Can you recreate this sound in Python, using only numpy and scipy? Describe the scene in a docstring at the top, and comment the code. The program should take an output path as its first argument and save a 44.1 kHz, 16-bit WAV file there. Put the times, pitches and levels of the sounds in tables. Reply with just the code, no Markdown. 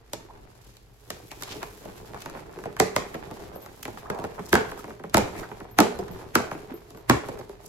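"""Fingers rub and pick at a taped cardboard box: the board crinkles, squeaks and bumps.
Then the seam gives way in a series of loud pops, and fibres crackle on after each one.
Every break runs through the board as a bending wave, treble first, and rings out in the living room.
Handling is built from tiny random slips, squeaks and bumps from gliding tones, the house from coloured noise.
A few beads ring faintly on top."""
import sys
import numpy as np
from scipy import signal
from scipy.fft import rfft, irfft, next_fast_len
from scipy.io import wavfile
from scipy.ndimage import map_coordinates

SR = 44100
rng = np.random.default_rng(int(sys.argv[2]) if len(sys.argv) > 2 else 0)


def unload_wav(signal):
    """Save mono or channel-first audio to the path in sys.argv[1] as 16-bit WAV at rate SR, clipped to [-1, 1]."""
    wavfile.write(
        sys.argv[1],
        SR,
        np.round(np.clip(np.atleast_2d(signal).T, -1, 1) * 32767).astype(np.int16),
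    )


N = 338688
SNAP_SIZE = 8192  # samples in one break
SNAP_LEAD = SNAP_SIZE // 16  # samples before the 3 kHz part of a break arrives


def amp(db):
    """Decibels to gain."""
    return 10 ** (np.asarray(db) / 20)


def unit(x):
    """Scale to rms 1."""
    return x / np.sqrt(np.mean(x ** 2) + 1e-20)


def along(points, hz):
    """Read (Hz, value) points on a log-frequency axis."""
    f, v = np.transpose(points)
    return np.interp(np.log(hz + 1), np.log(f), v)


def bump(hz, centre_hz, octaves):
    """A bell on the log-frequency axis, top 1."""
    return np.exp(-.5 * (np.log2((hz + 1) / centre_hz) / octaves) ** 2)


def wobble(rate):
    """A smooth random curve with rate knots a second."""
    knots = rng.standard_normal(int(N * rate / SR) + 4)
    return map_coordinates(knots, [np.arange(N) * rate / SR])


def filtered(x, gain):
    """Apply a gain that depends on frequency, with padding for the tail."""
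    size = x.shape[-1]
    padded = next_fast_len(size + SNAP_SIZE)
    spectrum = rfft(x, padded) * gain(np.fft.rfftfreq(padded, 1 / SR))
    return irfft(spectrum, padded)[..., :size]


def add(track, sound, start):
    """Mix a stereo sound into the track from a start sample on."""
    part = track[:, max(start, 0):][:, :sound.shape[1]]
    part += sound[:, :part.shape[1]]


# How alike left and right are in diffuse sound. Each row: frequency in Hz, likeness from 0 to 1.
ALIKE = [(60, 0.87), (150, 0.84), (300, 0.64), (650, 0.17), (2000, -0)]


def diffuse(pair, colour):
    """Colour two unrelated signals and make their bass alike at both microphones; rms 1."""
    def mid_side_gain(hz):
        turn = np.arccos(np.clip(along(ALIKE, hz), -1, 1)) / 2
        return amp(along(colour, hz)) * [np.cos(turn), np.sin(turn)]

    mid, side = filtered(pair, mid_side_gain)
    return unit(np.array([mid + side, mid - side]))


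# Colour of a break in the board. Each row: frequency in Hz, level in dB per Hz.
BOARD = [(30, -30), (70, 6.5), (130, 6), (280, -3), (500, -7.5), (850, -2), (1300, -4.5), (1900, -5),
         (2700, -10), (3600, -14), (5000, -18.5), (8000, -19.5), (12000, -21.5), (16000, -29)]
LAG_MS = .17  # half of this is the left-right delay of the first arrival at 1 kHz


def snap(band_db, peaks, travel_ms, crack_ms, echo_db, slip_db, loss=0.098, count=7):
    """One break sends bending waves through the board; band_db sets boom, thump, body and crack."""
    hz = np.fft.rfftfreq(SNAP_SIZE, 1 / SR)
    khz, ms = hz / 1000, np.arange(SNAP_SIZE) * 1000 / SR
    # the wave comes straight, then again and again from the edges and folds
    detours = 1.4 + .7 * (np.arange(count) + rng.random(count))
    paths = travel_ms * np.r_[1, detours][:, None]
    echoes = amp(echo_db) * rng.choice([-1, 1], count)
    sizes = np.r_[1, echoes][:, None] * np.sqrt(travel_ms / paths)
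    # bending waves travel as the root of frequency, so each arrival is a falling chirp
    decay = loss * (paths - travel_ms)
    waves = sizes * np.exp(-(decay + 4j * np.pi * paths) * np.sqrt(khz))
    # the straight wave reaches the left microphone a little later, the echoes scatter around that lag
    lags = LAG_MS + np.r_[0, rng.normal(0, .2, count)][:, None]
    turn = np.exp(-1j * np.pi * np.sqrt(khz) * lags)
    pair = np.array([(waves * turn).sum(0), (waves / turn).sum(0)])
    # line up the 3 kHz part of the straight wave with SNAP_LEAD
    pair *= np.exp(2j * np.pi * (khz * travel_ms / np.sqrt(3) - hz * SNAP_LEAD / SR))
    # neighbouring fibres slip just after
    slip_ms = rng.uniform(1.487, 12, (count, 1))
    slips = amp(slip_db) * rng.standard_normal((count, 1)) * np.exp(-2j * np.pi * khz * slip_ms)
    pair *= 1 + slips.sum(0)
    # the crack is a bundle of fibres parting at almost once, partly alike at both microphones
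    bundle = rng.standard_normal((2, SNAP_SIZE)) + 0.75 * rng.standard_normal(SNAP_SIZE)
    fibres = rfft(bundle * np.exp(-ms / crack_ms))
    fibres /= np.abs(fibres) ** .9  # nearly flat spectrum, phases kept
    # the free piece of board favours the pitches that suit its size: peaks are (Hz, octaves, dB)
    focus = sum(db * bump(hz, centre, octaves) for centre, octaves, db in peaks)
    pair *= amp(along(BOARD, hz) + focus)
    deep, low, middle = (1 / (1 + (hz / edge) ** 6) for edge in (180, 700, 3500))
    shares = (deep, low - deep, middle - low, (1 - middle) * fibres)
    bands = [irfft(pair * share) for share in shares]
    return sum(amp(db) * unit(band) for db, band in zip(band_db, bands))


# The seam gives way. Each row: start in seconds, level in dB, trims of boom, thump and crack in dB,
# thump pitch in Hz, body pitch in Hz, upper resonance in Hz, travel time of the wave at 1 kHz in ms.
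TEARS = [(2.801, -9.5, -21.5, -5.5, -6, 417, 740, 2030, 4.5),
         (2.964, -13, -22, -11, -8.5, 563, 1140, 2130, 3.5),
         (4.53, -7.5, -17.5, -6, -14, 390, 1560, 3400, 6),
         (4.541, -20, -28, -1.5, -4.5, 400, 1060, 1500, 4),
         (4.554, -7.5, -33, -25, -16.5, 684, 1440, 1660, 3.5),
         (4.566, -23, -30, -9, -17, 500, 1050, 1650, 3.5),
         (5.145, -8.5, -13, -7.5, -9.5, 318, 634, 1330, 5),
         (5.171, -12, -34, -7.5, -8, 650, 905, 2300, 4.5),
         (5.181, -20, -28, 2.5, -3.5, 396, 850, 2400, 4.5),
         (5.788, -6, -23.5, -8, -12, 310, 760, 1320, 4.3), (5.804, -12, -46, 0.5, -5, 300, 1300, 940, 4.5),
         (6.355, -7, -26, -10, -10.5, 344, 1310, 1520, 5.8),
         (7.098, -6.5, -13, -6, -10.5, 318, 1085, 1670, 4), (7.11, -12.5, -13, -14, -28, 280, 790, 1270, 3)]


def tears(focus_db, boom_db=-13, thump_db=-13, body_db=-21, crack_db=-16, upper_share=0.71,
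          strain_db=-21, strain_s=0.0066):
    """Fibres strain for a moment, then a stretch of the seam lets go and the whole panel jumps."""
    out = np.zeros((2, N))
    rise = np.exp(np.arange(-SNAP_SIZE // 4, 0) / SR / strain_s)
    for s, db, boom, thump, crack, thump_hz, body_hz, upper_hz, travel_ms in TEARS:
        levels = db + np.array([boom + boom_db, thump + thump_db, body_db, crack + crack_db])
        peaks = [(thump_hz, 0.33, focus_db),
                 (body_hz, 0.14, focus_db),
                 (upper_hz, 0.11, upper_share * focus_db)]
        pop = snap(levels, peaks, travel_ms, crack_ms=1.02, echo_db=-1.0, slip_db=-63.0)
        add(out, pop, round(s * SR) - SNAP_LEAD)
        strain = diffuse(rng.standard_normal((2, len(rise))), BOARD) * rise
        add(out, amp(db + strain_db) * strain, round(s * SR) - len(rise))
    return out


# The board buckles under the fingers. 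Each row: start in seconds, level in dB, thump trim in dB,
# crack trim in dB, body pitch in Hz, travel time of the wave at 1 kHz in ms.
CRINKLES = [(0.134, -29, -2.5, 0.5, 680, 3.03), (0.769, -54, -22.5, 5.5, 2950, 2.6),
            (1.104, -27.5, -9.5, -2, 1770, 2.62), (1.316, -37, -13, -1.5, 2100, 2.5),
            (1.413, -45, -6, 1, 1600, 2.9), (1.424, -30, -16, -2.5, 1310, 3.7),
            (1.435, -40.5, -13, 8.5, 2360, 2.5), (1.551, -41.5, 4.5, -5, 915, 9.2),
            (1.63, -26.5, -8, -12.5, 1020, 1.8), (1.854, -43, 5, -6, 696, 7.8),
            (2.145, -31, -7.5, -19, 1000, 2.04), (2.26, -27.5, -8.5, -12.5, 1030, 4.5),
            (2.299, -39.5, -19, -3.5, 1300, 3), (2.351, -33, -6, -34, 990, 1.9),
            (2.372, -35.5, -6, -28, 1250, 1.9), (2.393, -37.5, -11, -32, 1100, 2),
            (2.589, -35.5, -6, -15, 1000, 2.3), (2.639, -32, -15, -16, 1300, 1.85),
            (2.657, -31, 2.5, -16.5, 730, 3.65), (2.767, -29, -37, -16, 1320, 4),
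            (3.145, -33, 3.5, -9, 1700, 5.5), (3.312, -36.5, 2, -11, 915, 3),
            (3.397, -44, 2, -8, 905, 11.6), (3.662, -36.5, -9, -10.5, 1100, 4),
            (3.854, -27.5, -8.5, -10, 2490, 4.2), (3.88, -33, 1, -15, 900, 3.07),
            (3.974, -32, -18, -22, 1030, 1.67), (4.101, -22, -3.5, -14.5, 1400, 2.6),
            (4.148, -34, -4, -15, 1160, 1.44), (4.189, -33, 2, -13, 910, 5),
            (4.241, -28.5, 0.5, -13, 1140, 3), (4.248, -29, -4, -26, 820, 3.54),
            (4.394, -32, 1.5, -19, 922, 2.4), (4.718, -29, -8, -15.5, 1190, 9.2),
            (4.843, -32.5, -6, -17, 1000, 3.5), (4.88, -38.5, 3, -16, 1040, 8.2),
            (4.905, -34.5, -6, -18, 1294, 10), (4.997, -40, 1.5, -22, 1310, 7.4),
            (5.039, -32, 0, -20, 1280, 7.2), (5.098, -60, -12, 13.5, 3000, 4.6),
            (5.352, -38, 2, -18, 1700, 9.6), (5.398, -41, -13, 0, 2000, 2.7),
            (5.516, -31.5, -7.5, -34, 1050, 2.66), (5.605, -35, -1.5, -15, 1290, 12.2),
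            (5.99, -35.5, 7.5, -5, 800, 3.8), (6.082, -39.5, -20, -9, 1400, 2.5),
            (6.515, -24.5, -7.5, -20, 1060, 6.9), (6.906, -48, 2, -0.5, 900, 4),
            (6.948, -45.5, 3.5, -12, 1190, 3), (6.974, -44.5, 0.5, -8, 1100, 4.7),
            (7.287, -30.5, 2, -11.5, 930, 4.4), (7.391, -39, 4, -7, 700, 6),
            (7.495, -42, -1, -9, 1010, 4.8)]


def crinkles(focus_db, boom_db=-26, thump_db=-14, body_db=-21, crack_db=-16, thump_hz=450,
             echo_db=3, echo_loss_db_per_ms=0.86):
    """Small buckles: a light one is a short chirp, a heavy one shakes the whole flap and creaks on."""
    out = np.zeros((2, N))
    for s, db, thump, crack, body_hz, travel_ms in CRINKLES:
        weight = np.clip(thump / 10, -1, 1)  # from light to heavy
        boom = thump + boom_db + 3 * weight
        levels = db + np.array([boom, thump + thump_db, body_db, crack + crack_db])
        flap_hz = thump_hz * np.exp(rng.normal(0, 0.17) - 0.12 * weight)
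        peaks = [(flap_hz, 0.33, focus_db), (body_hz, 0.45, focus_db)]
        tick = snap(levels, peaks, travel_ms, crack_ms=0.98,
                    echo_db=echo_db + 1.4 * weight - echo_loss_db_per_ms * travel_ms,
                    slip_db=-14.5 + 6.7 * weight)
        add(out, tick, round(s * SR) - SNAP_LEAD)
    return out


# How briskly the hands work on the box. Each row: time in seconds, effort in dB.
EFFORT = [(0.0, -57.5), (0.35, -50), (0.97, -63.5), (1.17, -50.5), (1.28, -54), (1.52, -44), (1.78, -52.5),
          (2.1, -44), (2.7, -46), (3.42, -42.5), (3.72, -50.5), (4.2, -46), (4.8, -42.5), (4.94, -56),
          (5.11, -50), (5.22, -40.5), (5.39, -37.5), (5.5, -44), (5.7, -49), (6.2, -42), (6.6, -48.5),
          (6.86, -52.5), (7.05, -51.5), (7.35, -52.5), (7.68, -50.5)]
# the handling dips under tension just before a tear: depth, lead, half length
HUSH_DB, HUSH_LEAD_S, HUSH_S = 3.5, 0.044, 0.029
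# the freed flap scrapes after a tear: effort re the tear level, time to its peak, slopes
FLAP_DB, FLAP_DELAY_S = -32.5, 0.17
FLAP_RISE_DB_PER_S, FLAP_FALL_DB_PER_S = 204, 55


def movement():
    """Sliding effort in dB: the hands, a hush before each tear and the freed flap's scrape after it."""
    t = np.arange(N) / SR
    hush, flap_db = np.zeros(N), np.full(N, -np.inf)
    for s, db, *_ in TEARS:
        hush = np.maximum(hush, np.exp(-((t - s + HUSH_LEAD_S) / HUSH_S) ** 2))
        late = t - s - FLAP_DELAY_S
        slope_db = np.minimum(FLAP_RISE_DB_PER_S * late, -FLAP_FALL_DB_PER_S * late)
        flap_db = np.maximum(flap_db, db + FLAP_DB + slope_db)
    hands_db = np.interp(t, *np.transpose(EFFORT))
    return np.maximum(hands_db, flap_db) - HUSH_DB * hush


def friction(colour, rate, spread_db, smooth, travel_ms):
    """Tiny slips of uneven size, spread into chirps by the board, over a smooth rub; rms 1."""
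    sizes = amp(spread_db * np.minimum(rng.exponential(size=N), 3))
    slips = (rng.random(N) < rate / SR) * sizes  # rate is slips a second
    grains = unit(slips * rng.uniform(-1, 1, (2, N)))
    chirps = filtered(grains, lambda hz: np.exp(-4j * np.pi * travel_ms * np.sqrt(hz / 1000)))
    return diffuse(chirps + smooth * rng.standard_normal((2, N)), colour)


# Colour of the shaken panels. Each row: frequency in Hz, level in dB per Hz.
PANEL = [(40, 0.5), (120, 4), (250, 1), (420, 5.5), (600, -13.5), (900, -7), (1500, -20), (2500, -32),
         (5000, -101), (10000, -66)]
# Colour of the paper face. Each row: frequency in Hz, level in dB per Hz.
SURFACE = [(500, -26), (1500, 7), (2500, 5.5), (4500, 4.5), (12500, 0.5), (16000, -4.5)]
# paper hiss at the usual effort, and its dB per dB of effort
HISS_DB, HISS_GROWS, USUAL_EFFORT_DB = -57.5, 0.79, -45.5


def handling(moving_db, panel_db=-2.0):
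    """Sliding hands shake the panels and hiss on the paper face."""
    hiss_db = HISS_DB + HISS_GROWS * (moving_db - USUAL_EFFORT_DB)
    shaking = friction(PANEL, rate=260, spread_db=5.0, smooth=0.97, travel_ms=4.03)
    panel = unit(amp(2.06 * wobble(40)) * shaking)
    hissing = friction(SURFACE, rate=790, spread_db=7.5, smooth=1.4, travel_ms=1.434)
    face = unit(amp(3.0 * wobble(36)) * hissing)
    return amp(moving_db + panel_db) * panel + amp(hiss_db) * face


# Colour of fibres parting inside the board. Each row: frequency in Hz, level in dB per Hz.
CRACKLE = [(250, -4.5), (700, 5.5), (1800, -7), (3000, -17.5), (8000, -21)]


def crackle(moving_db, level_db=-5.0, after_tear_db=-24, fade_db_per_s=130, clump_db=5.0, count=4):
    """Fibres give way in dense clumps, each pitch region in its own time, most of all after a tear."""
    t = np.arange(N) / SR
    power = amp(moving_db + level_db) ** 2
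    for s, db, *_ in TEARS:
        power = power + (t > s) * amp(db + after_tear_db - fade_db_per_s * abs(t - s)) ** 2
    grains = friction(CRACKLE, rate=400, spread_db=4.0, smooth=0.1, travel_ms=2.5)
    clumps = np.zeros((2, N))
    for k in range(count):
        swell = amp(clump_db * np.tanh(wobble(70)))
        clumps += swell * filtered(grains, lambda hz: bump(hz, 450 * 2 ** k, 0.5))
    return np.sqrt(power) * unit(clumps)


# Fingertips and nails drag over tape and board. Each row: middle in seconds, half length in seconds,
# level in dB, centre in Hz, width in octaves, unevenness in dB.
RUBS = [(0.663, 0.13, -59.5, 4860, 1.4, 5), (1.324, 0.0082, -42, 890, 0.26, -1.5),
        (1.514, 0.023, -42.5, 3300, 0.7, -1), (1.505, 0.091, -51.5, 1040, 1.6, 6),
        (1.55, 0.49, -52, 5970, 3, 1), (1.624, 0.011, -38, 880, 1.1, 4), (1.881, 0.051, -42, 220, 1.5, 3),
        (2.215, 0.031, -46.5, 1790, 1.9, 4), (3.147, 0.0063, -34, 1290, 0.73, -1),
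        (3.565, 0.028, -41.5, 435, 0.96, 2.5), (3.88, 0.14, -49.5, 7000, 3, 6.5),
        (4.16, 0.089, -38.5, 790, 0.48, -1), (4.391, 0.014, -37, 700, 0.78, 3),
        (4.497, 0.047, -47, 6950, 1.1, 5.5), (4.792, 0.019, -46.5, 8000, 1.9, 3),
        (5.378, 0.025, -42.5, 2000, 0.24, 3), (5.388, 0.032, -46.5, 8000, 0.9, 4),
        (6.208, 0.025, -46, 650, 0.9, 4), (6.719, 0.03, -44, 484, 1.37, 4),
        (7.67, 0.025, -46.5, 8460, 0.8, 11)]


def rubs(level_db=0):
    """Each short drag chatters in its own band, and catches and slips as it goes."""
    t, out = np.arange(N) / SR, np.zeros((2, N))
    flat = [(100, 0), (16000, 0)]
    chatter = friction(flat, rate=560, spread_db=1.5, smooth=0.69, travel_ms=4.8)
    grip = wobble(130)
    for s, half_s, db, hz, octaves, uneven_db in RUBS:
        near = np.flatnonzero(abs(t - s) < 3 * half_s)
        band = filtered(chatter[:, near], lambda f: bump(f, hz, octaves))
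        rasp = unit(band * amp(uneven_db * grip[near]))
        swell = np.exp(-((t[near] - s) / half_s) ** 2)
        add(out, amp(db + level_db) * rasp * swell, near[0])
    return out


# A fingertip squeaks on the tape. Each row: middle in seconds, half length in seconds, level in dB,
# pitch in Hz, glide in octaves.
SQUEAKS = [(0.302, 0.009, -44, 864, 0.194), (1.317, 0.01, -45, 2200, -0.015),
           (1.485, 0.009, -47, 1075, 0.6), (4.06, 0.01, -42.5, 1250, 0.3),
           (4.793, 0.014, -43.5, 1133, -0.42), (5.44, 0.011, -39.5, 1630, 0.14),
           (5.45, 0.012, -45, 1066, -0.16)]


def squeaks(level_db=0, flutter_db=3):
    """Skin sticks and slips on the tape so fast that it gives a short, rough, gliding note."""
    t, out = np.arange(N) / SR, np.zeros((2, N))
    waver, grip = wobble(450), wobble(290)
    for s, half_s, db, hz, glide in SQUEAKS:
        near = np.flatnonzero(abs(t - s) < 3 * half_s)
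        u = (t[near] - s) / half_s
        pitch = hz * 2 ** (glide * np.tanh(u) / 2) * (1 + .16 * waver[near])
        phase = 2 * np.pi * np.cumsum(pitch) / SR + rng.normal(0, 0.53, (2, 1))
        note = unit(np.sin(phase) * amp(flutter_db * grip[near]))
        add(out, amp(db + level_db) * note * np.exp(-u ** 2), near[0])
    return out


# A hand or a loose flap bumps softly against the box. Each row: start in seconds, level in dB
# before the common trim, settled pitch in Hz.
KNOCKS = [(2.576, -27, 370), (5.391, -36, 360), (5.991, -17.5, 369), (6.103, -27, 178), (6.55, -26, 310),
          (6.715, -24, 249), (6.738, -24, 342), (7.337, -28, 402), (7.495, -29, 380)]


def knocks(level_db=1, attack_s=0.0028, t60=0.053, stiffen=0.23, settle_s=0.0034):
    """A padded blow has no crack: the panel gives a few cycles that sag in pitch as it relaxes."""
    t, out = np.arange(SR // 6) / SR, np.zeros((2, N))
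    shape = (1 - np.exp(-(t / attack_s) ** 2)) * amp(-60 * t / t60)
    for s, db, hz in KNOCKS:
        pitch = hz * (1 + stiffen * np.exp(-t / settle_s))
        phase = 2 * np.pi * np.cumsum(pitch) / SR + rng.normal(0, 0.3, (2, 1))
        add(out, amp(db + level_db) * shape * np.sin(phase), round(s * SR))
    return out


# Necklace beads touch. Each row: start in seconds, level in dB before the common trim.
BEADS = [(3.555, -40), (3.62, -40), (5.712, -42), (6.112, -42), (6.74, -41), (6.97, -50)]


def beads(ring_hz=13250, t60=0.17, level_db=-5):
    """Small metal beads ring faintly, all close to one very high pitch."""
    t, out = np.arange(SR // 3) / SR, np.zeros((2, N))
    for s, db in BEADS:
        cycles = (ring_hz + rng.normal(0, 25)) * t + rng.random((2, 1))
        fading = amp(db + level_db - 60 * t / t60)
        add(out, fading * np.sin(2 * np.pi * cycles), round(s * SR))
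    return out


# How long the room rings. Each row: frequency in Hz, time to fall 60 dB in seconds.
DECAY = [(100, 0.069), (250, 0.42), (420, 0.42), (800, 0.31), (1500, 0.44), (2500, 0.4), (5000, 0.35),
         (13000, 0.36)]
# The room's strongest resonances. Each row: frequency in Hz, width in Hz, boost in dB.
ROOM_MODES = [(119, 12, 14), (188, 37, 15.6), (274, 18, 2.2), (360, 32, 6.6), (416, 50, 9.06),
              (2400, 460, 3.5)]
# The room's colour. Each row: frequency in Hz, level in dB.
ROOM_COLOUR = [(60, -6), (200, -7.5), (600, 6), (1500, 2.5), (4000, 6), (7000, 5.5), (12000, -4.5),
               (16000, -6.5)]


def room_modes(hz):
    """Standing waves boost narrow bands, each as a resonance beside the direct response."""
    gain = 1
    for f, width, db in ROOM_MODES:
        resonance = 1j * hz * width / (f * f - hz * hz + 1j * hz * width)
        gain = gain + (amp(db) - 1) * resonance
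    return gain


def room(x, count=24, build_s=0.0029):
    """Diffuse room answer to both faces of the box, with fresh random tails for each block of time."""
    out, step = np.zeros((2, N)), N // count + 1
    t = np.arange(SR // 2) / SR
    build = 1 - np.exp(-(t / build_s) ** 2)
    for start in range(0, N, step):
        for face in x:
            # noise that dies away at each frequency's own pace
            hz, age, z = signal.stft(rng.standard_normal((2, len(t))), SR, nperseg=256)
            fading = amp(-60 * age / along(DECAY, hz)[:, None])
            tail = signal.istft(z * fading, SR, nperseg=256)[1][:, :len(t)]
            tail = diffuse(tail * build, ROOM_COLOUR) / np.sqrt(len(t))
            add(out, signal.fftconvolve(face[None, start:start + step], tail, axes=1), start)
    return filtered(out, room_modes)


# Colour of the quiet house. Each row: frequency in Hz, level in dB per Hz.
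QUIET = [(20, -44), (48, -3.5), (80, -21.5), (120, -5.5), (170, -43), (450, -53), (1500, -38.5),
         (5000, -45), (16000, -100)]


def house(floor_db=-55):
    """The low hum of the house: steady noise gathered in a few bass bands."""
    return amp(floor_db) * diffuse(rng.standard_normal((2, N)), QUIET)


# The box lies a little to the right, though its deepest bass leans left.
# Each row: frequency in Hz, left minus right in dB.
LEAN = [(40, 10), (90, -2.5), (170, -1), (330, -0.8), (650, -2), (2500, -0.4), (12000, -0.1)]


def scene(wet_db=-13.0, small_wet_db=-14):
    """The box and its echo lean to one side; the beads and the house are laid on top."""
    moving_db = movement()
    small = handling(moving_db) + crackle(moving_db) + rubs() + squeaks() + knocks()
    breaks = tears(focus_db=9.5) + crinkles(focus_db=7)
    # the room hears the breaks from all sides of the box, so single pitches stand out less there
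    big_send = amp(wet_db) * tears(focus_db=7.5)
    small_send = amp(small_wet_db) * (small + crinkles(focus_db=3.0))
    echo = room(big_send + small_send)
    box = filtered(breaks + small + echo, lambda hz: amp(along(LEAN, hz) * [[.5], [-.5]]))
    return box + beads() + house()


# Treble colour of the whole scene. Each row: frequency in Hz, level in dB.
TREBLE = [(7500, 0), (9200, -5), (11200, 2), (13000, 1), (14800, -6)]
TOP_HZ = 16000  # band limit


def record(dry):
    """A gentle curve shapes the treble, and a steep slope removes what lies above the band limit."""
    return filtered(dry, lambda hz: amp(along(TREBLE, hz)) / (1 + (hz / TOP_HZ) ** 100))


dry = scene()
out = record(dry)
unload_wav(out)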